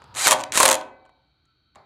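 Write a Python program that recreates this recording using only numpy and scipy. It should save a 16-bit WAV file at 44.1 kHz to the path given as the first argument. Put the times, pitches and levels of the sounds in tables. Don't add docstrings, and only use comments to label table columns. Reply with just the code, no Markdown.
import sys
import numpy as np
from scipy import signal
from scipy.fft import rfft, irfft
from scipy.io import wavfile
from scipy.ndimage import uniform_filter1d

SR = 44100
rng = np.random.default_rng(int(sys.argv[2]) if len(sys.argv) > 2 else 0)


def master(y):
    cut = np.clip(np.atleast_2d(y).T, -1, 1)
    pcm = np.round(cut * 32767)
    wavfile.write(sys.argv[1], SR, pcm.astype(np.int16))


N = 81585

# (frequency [Hz], relative level [dB])
AIR_EQ = [(15, -30.5), (28, -16.5), (48, -1.5), (75, -0.5), (100, -6.5), (135, -0.5), (190, -13.5),
          (300, -10), (480, -22.5), (1000, -26), (1400, -15.5), (1750, -29), (2100, -26.5), (2380, -19),
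          (2800, -30.5), (3150, -16.5), (3500, -29), (3850, -12), (4500, -17), (5000, -39.5), (6000, -38.5),
          (7000, -46.5), (16000, -50)]
# (frequency [Hz], level [dB])
HUM_TONES = [(70, -80.5), (1513, -90), (3171, -88), (3828, -88), (4430, -86)]
# (frequency [Hz], relative level [dB])
WHIRR_EQ = [(30, -13), (90, -9.5), (200, -11.5), (600, -13.5), (780, -9.5), (940, 1.5), (1100, -11),
            (1300, -4.5), (1900, -23), (4900, -21.5), (5800, -39), (16000, -52.5)]
# (frequency [Hz], relative level [dB])
RUMBLE_EQ = [(25, -28.5), (60, -7), (95, -1.5), (140, -3.5), (220, -20.5), (500, -46), (16000, -92)]
# (time [s], click level [dB], thud level [dB])
HANDLING_HITS = [(0.019, -55, -42), (0.0403, -50.5, -56.5), (1.0522, -65, -53), (1.0603, -66, -56),
                 (1.0928, -67, -50.5), (1.4542, -67, -85.5), (1.7495, -63, -54.5), (1.7563, -51, -44.5)]
# (frequency [Hz], relative level [dB])
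TICK_EQ = [(60, -21.5), (400, -8), (1000, -4), (2400, 4), (4000, 3), (5000, -3.5), (7000, 3), (9500, -6.5),
           (12000, -17.5), (16000, -29)]
# (frequency [Hz], relative level [dB])
THUD_EQ = [(30, -31.5), (110, -18.5), (300, -13.5), (430, -11.5), (560, -2), (1050, 6.5), (1400, -5),
           (2500, -8.5), (5000, -25.5), (16000, -62)]
# (time [s], level [dB])
TICK_HITS = [(.1425, -45.5), (.1497, -34.5), (.378, -40.5), (.3865, -34), (.394, -33), (.402, -32),
             (.4092, -31), (.4168, -35), (.4368, -24.5), (.5212, -21), (.5287, -28.5), (.8112, -38.5)]
# (time [s], gear pulse rate [Hz], rasp gain [dB], whine gain [dB])
TRIGGER_PULLS = [
    [(.143, 129.9, -51, -50), (.16, 276.4, -37, -31.5), (.172, 415.4, -27.5, -30),
     (.19, 612.8, -24.5, -21.5), (.214, 756, -22.5, -24), (.238, 811.8, -21, -22.5),
     (.25, 809.3, -19.5, -15), (.262, 730.1, -19, -12), (.274, 613.6, -19, -14.5),
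     (.297, 614.4, -21, -17.5), (.332, 558.2, -17.5, -18), (.348, 402, -40, -35), (.375, 201, -48.5, -48.5)],
    [(.521, 130.4, -37, -38), (.532, 280.8, -35.5, -26.5), (.547, 430, -24.5, -22.5),
     (.558, 605.8, -23, -18), (.59, 723.5, -18.5, -23.5), (.66, 593.5, -21.5, -22.5), (.7, 493, -30, -22.5),
     (.745, 345.1, -37, -32.5), (.765, 228.5, -62, -50), (.83, 128.2, -79, -41)],
]
# (frequency [Hz], relative level [dB])
GEAR_EQ = [(60, -16.5), (300, -13.5), (900, 3.5), (2300, 0.5), (3300, -3), (4100, 3.5), (5200, -6.5),
           (7000, 5.5), (9500, 1.5), (12000, -8), (14000, -17.5), (16000, -32)]
# (harmonic [multiple of the pulse rate], relative level [dB])
WHINE_HARMONICS = [(1, -16.5), (2, -15.5), (3, -14.5), (4, -13), (5, -14.5), (6, -12.5), (7, -20),
                   (8, -20.5), (9, -19), (10, -22)]
# (time [s], clack gain [dB], push on reel and frame [dB])
HAMMER_BLOWS = [(0.2599, -18, -6.5), (.2704, -6, -1), (0.2784, -5.5, -14.5), (0.2849, -10.5, -4.5),
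                (.3097, -5.5, -5.5), (.3183, -8.5, 1), (0.3271, -12, -0.5), (.3345, -22.5, -4.5),
                (.5555, -20.5, -9.5), (.5742, -5.5, -5.5), (0.5782, -11, -7), (.6017, -4.5, 1),
                (.6072, -14.5, 1), (.63, -4, -1), (.6347, -13, 0.5), (0.6537, -5, -4.5), (.659, -5.5, -2),
                (.6793, -10, -3), (.688, -10, -1.5), (0.6897, -15, -18.5), (.6985, -12.5, -9),
                (.709, -15, -4.5), (0.7131, -8.5, -12.5), (.7172, -13, -5.5), (.728, -13, -11),
                (.7335, -19.5, -11.5), (0.7427, -16, -12), (.7525, -21, -28)]
# (frequency [Hz], relative level [dB])
CLACK_EQ = [(60, -23), (300, -9), (900, 2), (2000, 0.5), (4000, -3), (5100, -6), (6500, 2.5), (8200, 2.5),
            (10000, -1), (11700, -7), (14000, -11), (16000, -28.5)]
# (frequency [Hz], relative level [dB])
CASE_EQ = [(60, -36), (1200, -15), (2400, -0.5), (4000, 1), (5200, -4), (6500, -2.5), (9000, -13.5),
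           (16000, -34.5)]
# (frequency [Hz], relative level [dB], t60 [s])
REEL_MODES = [(253, -19.5, .45), (529.6, -2.5, .2), (564.5, -19.5, 0.63), (620.7, 0, .15), (661, -1, 0.016),
              (726, -15, .6), (757, -15.5, 0.69), (871, -8.5, 0.39), (922, -6, 0.11), (988, -6.5, .35),
              (1040, 2, 0.15), (1093, 3, 0.022), (1112, -4, .08), (1505, -19, 0.7), (1522, -32, 1.3),
              (1717, 0, 0.0059), (1835, -7, 0.068), (2025, -22.5, 0.66), (2300, -36, 1.3),
              (2554, -18, 0.46), (3229, -10.5, 0.25), (4030, -9, 0.051)]
# (time [s], pitch [Hz], level [dB], t60 [s])
BIT_BITES = [(0.2634, 365, -22, 0.024), (0.2705, 1580, -10, 0.023), (0.272, 177, -30, 0.01),
             (.3185, 626, -19, 0.018), (.335, 140, -39.5, .15), (0.5564, 367, -21, 0.0075),
             (0.602, 1078, -7, 0.055), (0.628, 1080, -14.5, .02), (.635, 569, -14.5, 0.076),
             (0.6552, 1063, -12.5, 0.074), (0.6593, 893, -13, 0.086)]
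# (frequency [Hz], relative level [dB], t60 [s])
HALL_BANDS = [(60.53, -7.5, 0.87), (149.6, -6, 0.2), (299.9, 2.5, 0.63), (600, -4, 0.42),
              (1100, -10.5, 0.45), (2198, -14, 0.37), (4330, -13.5, 0.24), (7856, -22.5, 0.23),
              (13990, -22, .19)]
# (frequency [Hz], relative level [dB])
FAR_ECHO_EQ = [(60, -8), (400, -8), (800, 2), (1200, -12), (2500, -23.5), (5000, -44.5), (16000, -78.5)]
# (time [s], length [s], level [dB])
SQUEAK_CUES = [(1.439, 0.11, -70), (1.65, .06, -72.5)]
# (time [s], level [dB])
KNOCK_HITS = [(1.7575, -47)]
# (frequency [Hz], relative level [dB])
KNOCK_EQ = [(30, -25), (120, 2), (300, -15.5), (560, -3.5), (820, 3.5), (1150, -2.5), (1600, -13.5),
            (2300, -14), (2800, -30.5), (4300, -19), (5500, -37.5), (16000, -57)]

TIME = np.arange(N) / SR


def undb(db):
    return 10 ** (np.asarray(db) / 20)


def unit(x):
    return x / np.sqrt(np.mean(x ** 2))


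def colour(x, eq):
    hz, db = np.array(eq).T
    size = 4096
    freqs = np.maximum(np.fft.rfftfreq(size, 1 / SR), 1)
    cepstrum = irfft(np.log(undb(np.interp(np.log(freqs), np.log(hz), db))))
    cepstrum[1:size // 2] *= 2
    cepstrum[size // 2 + 1:] = 0
    response = irfft(np.exp(rfft(cepstrum)))
    return signal.fftconvolve(x, response / np.linalg.norm(response))[:N]


def noise(eq):
    return colour(rng.standard_normal(N), eq)


def release(hold_s, fall_s):
    return np.exp(-np.maximum(TIME - hold_s, 0) / fall_s)


def bursts(hits, eq, rise_s, hold_s, fall_s):
    power = 0
    for start, db in hits:
        attack = np.clip((TIME - start) / rise_s, 0, 1)
        power += (undb(db) * attack * release(start + hold_s, fall_s)) ** 2
    grit = unit(np.tanh(rng.standard_normal(N)))
    return colour(np.sqrt(power) * grit, eq)


def walk(rate_hz):
    step = int(SR / rate_hz)
    return unit(uniform_filter1d(rng.standard_normal(N)[np.arange(N) // step], step))


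def wavering_tone(hz, waver_hz, rate_hz, start_cycles=0):
    cycles = np.cumsum(hz + waver_hz * walk(rate_hz)) / SR + start_cycles
    return np.sin(2 * np.pi * cycles)


def room_tone():
    air = undb(-68.5) * noise(AIR_EQ)
    hum = sum(undb(db + 4.9 * walk(1.6)) * np.sqrt(2) * wavering_tone(hz, waver_hz=12, rate_hz=52)
              for hz, db in HUM_TONES)
    return air + hum


def whirr():
    return undb(-52) * noise(WHIRR_EQ) * release(hold_s=.16, fall_s=.03)


def frame_rumble():
    return undb(-54) * noise(RUMBLE_EQ) * release(hold_s=.7, fall_s=.13)


def handling():
    hits = np.array(HANDLING_HITS)
    clicks = bursts(hits[:, [0, 1]], TICK_EQ, rise_s=.00075, hold_s=.001, fall_s=.0026)
    thuds = bursts(hits[:, [0, 2]], THUD_EQ, rise_s=.0005, hold_s=.00099, fall_s=.0032)
    return clicks + thuds


def gear_ticks():
    return bursts(TICK_HITS, TICK_EQ, rise_s=.00011, hold_s=.002, fall_s=.0012)


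def motor(pull, jitter=.01, scatter_db=1.5, flutter_db=1.5, flutter_hz=68.7):
    times, pulse_hz, rasp_db, whine_db = np.array(pull).T
    started = TIME >= times[0]
    rate = np.interp(TIME, times, pulse_hz)
    cycles = np.cumsum(rate * (1 + jitter * walk(300)) * started) / SR
    tooth_gain = undb(scatter_db * rng.standard_normal(N))[cycles.astype(int)]
    gate = started * (TIME <= times[-1]) * tooth_gain
    teeth = np.diff(np.floor(cycles), prepend=0) * np.sqrt(SR / rate)
    rasp = unit(np.exp(-(cycles % 1)) * started) * rng.standard_normal(N)
    grind = undb(-17) * teeth + undb(-2.5) * rasp
    whine = 0
    for harmonic, db in WHINE_HARMONICS:
        tone = np.sin(2 * np.pi * (harmonic * cycles + rng.random()))
        whine += tone * undb(db + flutter_db * walk(flutter_hz))
    rasp_gain = gate * undb(np.interp(TIME, times, rasp_db))
    whine_gain = gate * undb(np.interp(TIME, times, whine_db))
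    return colour(rasp_gain * grind, GEAR_EQ) + whine_gain * whine


def hammer(rise_s=.00028, hold_s=.0011):
    blows = np.array(HAMMER_BLOWS)
    strikes, pushes = blows[:, [0, 1]], blows[:, [0, 2]]
    clack = bursts(strikes, CLACK_EQ, rise_s, hold_s, fall_s=.0013)
    case_buzz = bursts(strikes, CASE_EQ, rise_s, hold_s, fall_s=.005)
    thud = bursts(pushes, THUD_EQ, rise_s, hold_s, fall_s=.0069)
    return clack + undb(-13) * case_buzz + undb(-14.5) * thud


def reel_ring(rise_s=.001, beat_db=1.5, drift_hz=30):
    pushes = np.zeros(N)
    for start, _, push_db in HAMMER_BLOWS:
        pushes[int(start * SR)] += undb(push_db) ** 2
    soften = np.exp(-1 / (rise_s * SR))
    ring = 0
    for hz, db, t60 in REEL_MODES:
        decay = np.exp(-2 * np.log(1000) / (t60 * SR))
        energy = signal.lfilter([1], [1, -decay], pushes + 1e-18)
        swing = signal.lfilter([1 - soften], [1, -soften], np.sqrt(energy))
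        tone = wavering_tone(hz, waver_hz=3.98, rate_hz=drift_hz, start_cycles=rng.random())
        ring += swing * undb(db + beat_db * walk(drift_hz)) * tone
    return undb(-29.5) * ring


def bit_bites():
    clangs = 0
    for start, hz, db, t60 in BIT_BITES:
        age = np.maximum(TIME - start, 0)
        clangs += undb(db) * np.sin(2 * np.pi * hz * age) * undb(-60 * age / t60)
    return clangs


def hall(send, predelay_s=.006, far_db=-32.5, far_t60_s=.91):
    band_hz = np.array(HALL_BANDS)[:, 0]
    freqs = np.maximum(np.fft.rfftfreq(N, 1 / SR), 1)
    band_position = np.interp(np.log(freqs), np.log(band_hz), np.arange(len(band_hz)))
    spectrum = rfft(rng.standard_normal(N))
    onset = np.clip(TIME / predelay_s - 1, 0, 1)
    tail = 0
    for index, (_, db, t60) in enumerate(HALL_BANDS):
        band = irfft(spectrum * np.maximum(1 - abs(band_position - index), 0), N)
        fade = onset * undb(-60 * TIME / t60)
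        tail += undb(db) * fade / np.linalg.norm(fade) * band
    far = noise(FAR_ECHO_EQ) * undb(-60 * TIME / far_t60_s)
    return signal.fftconvolve(send, tail + undb(far_db) * far / np.linalg.norm(far))[:N]


def squeaks():
    swell = sum(undb(db) * np.sin(np.pi * np.clip((TIME - start) / length, 0, 1))
                for start, length, db in SQUEAK_CUES)
    return swell * wavering_tone(hz=1346, waver_hz=13.35, rate_hz=120)


def frame_knock():
    return bursts(KNOCK_HITS, KNOCK_EQ, rise_s=.00098, hold_s=.0039, fall_s=.055)


def scene():
    near = sum(motor(pull) for pull in TRIGGER_PULLS) + hammer() + reel_ring() + bit_bites()
    near += gear_ticks() + handling() + frame_knock()
    close_ring = reel_ring()
    reverb = hall(near + undb(-5) * close_ring)
    return (near + close_ring + reverb + squeaks() + room_tone() + whirr() + frame_rumble())[None]


def record(dry, drive=1.12, low_cut_hz=49, top_hz=15900):
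    rounded = np.tanh(drive * dry) / drive
    thinned = signal.sosfilt(signal.butter(2, low_cut_hz, "high", fs=SR, output="sos"), rounded)
    return signal.sosfilt(signal.ellip(10, .2, 90, top_hz, fs=SR, output="sos"), thinned)


dry = scene()
out = record(dry)
master(out)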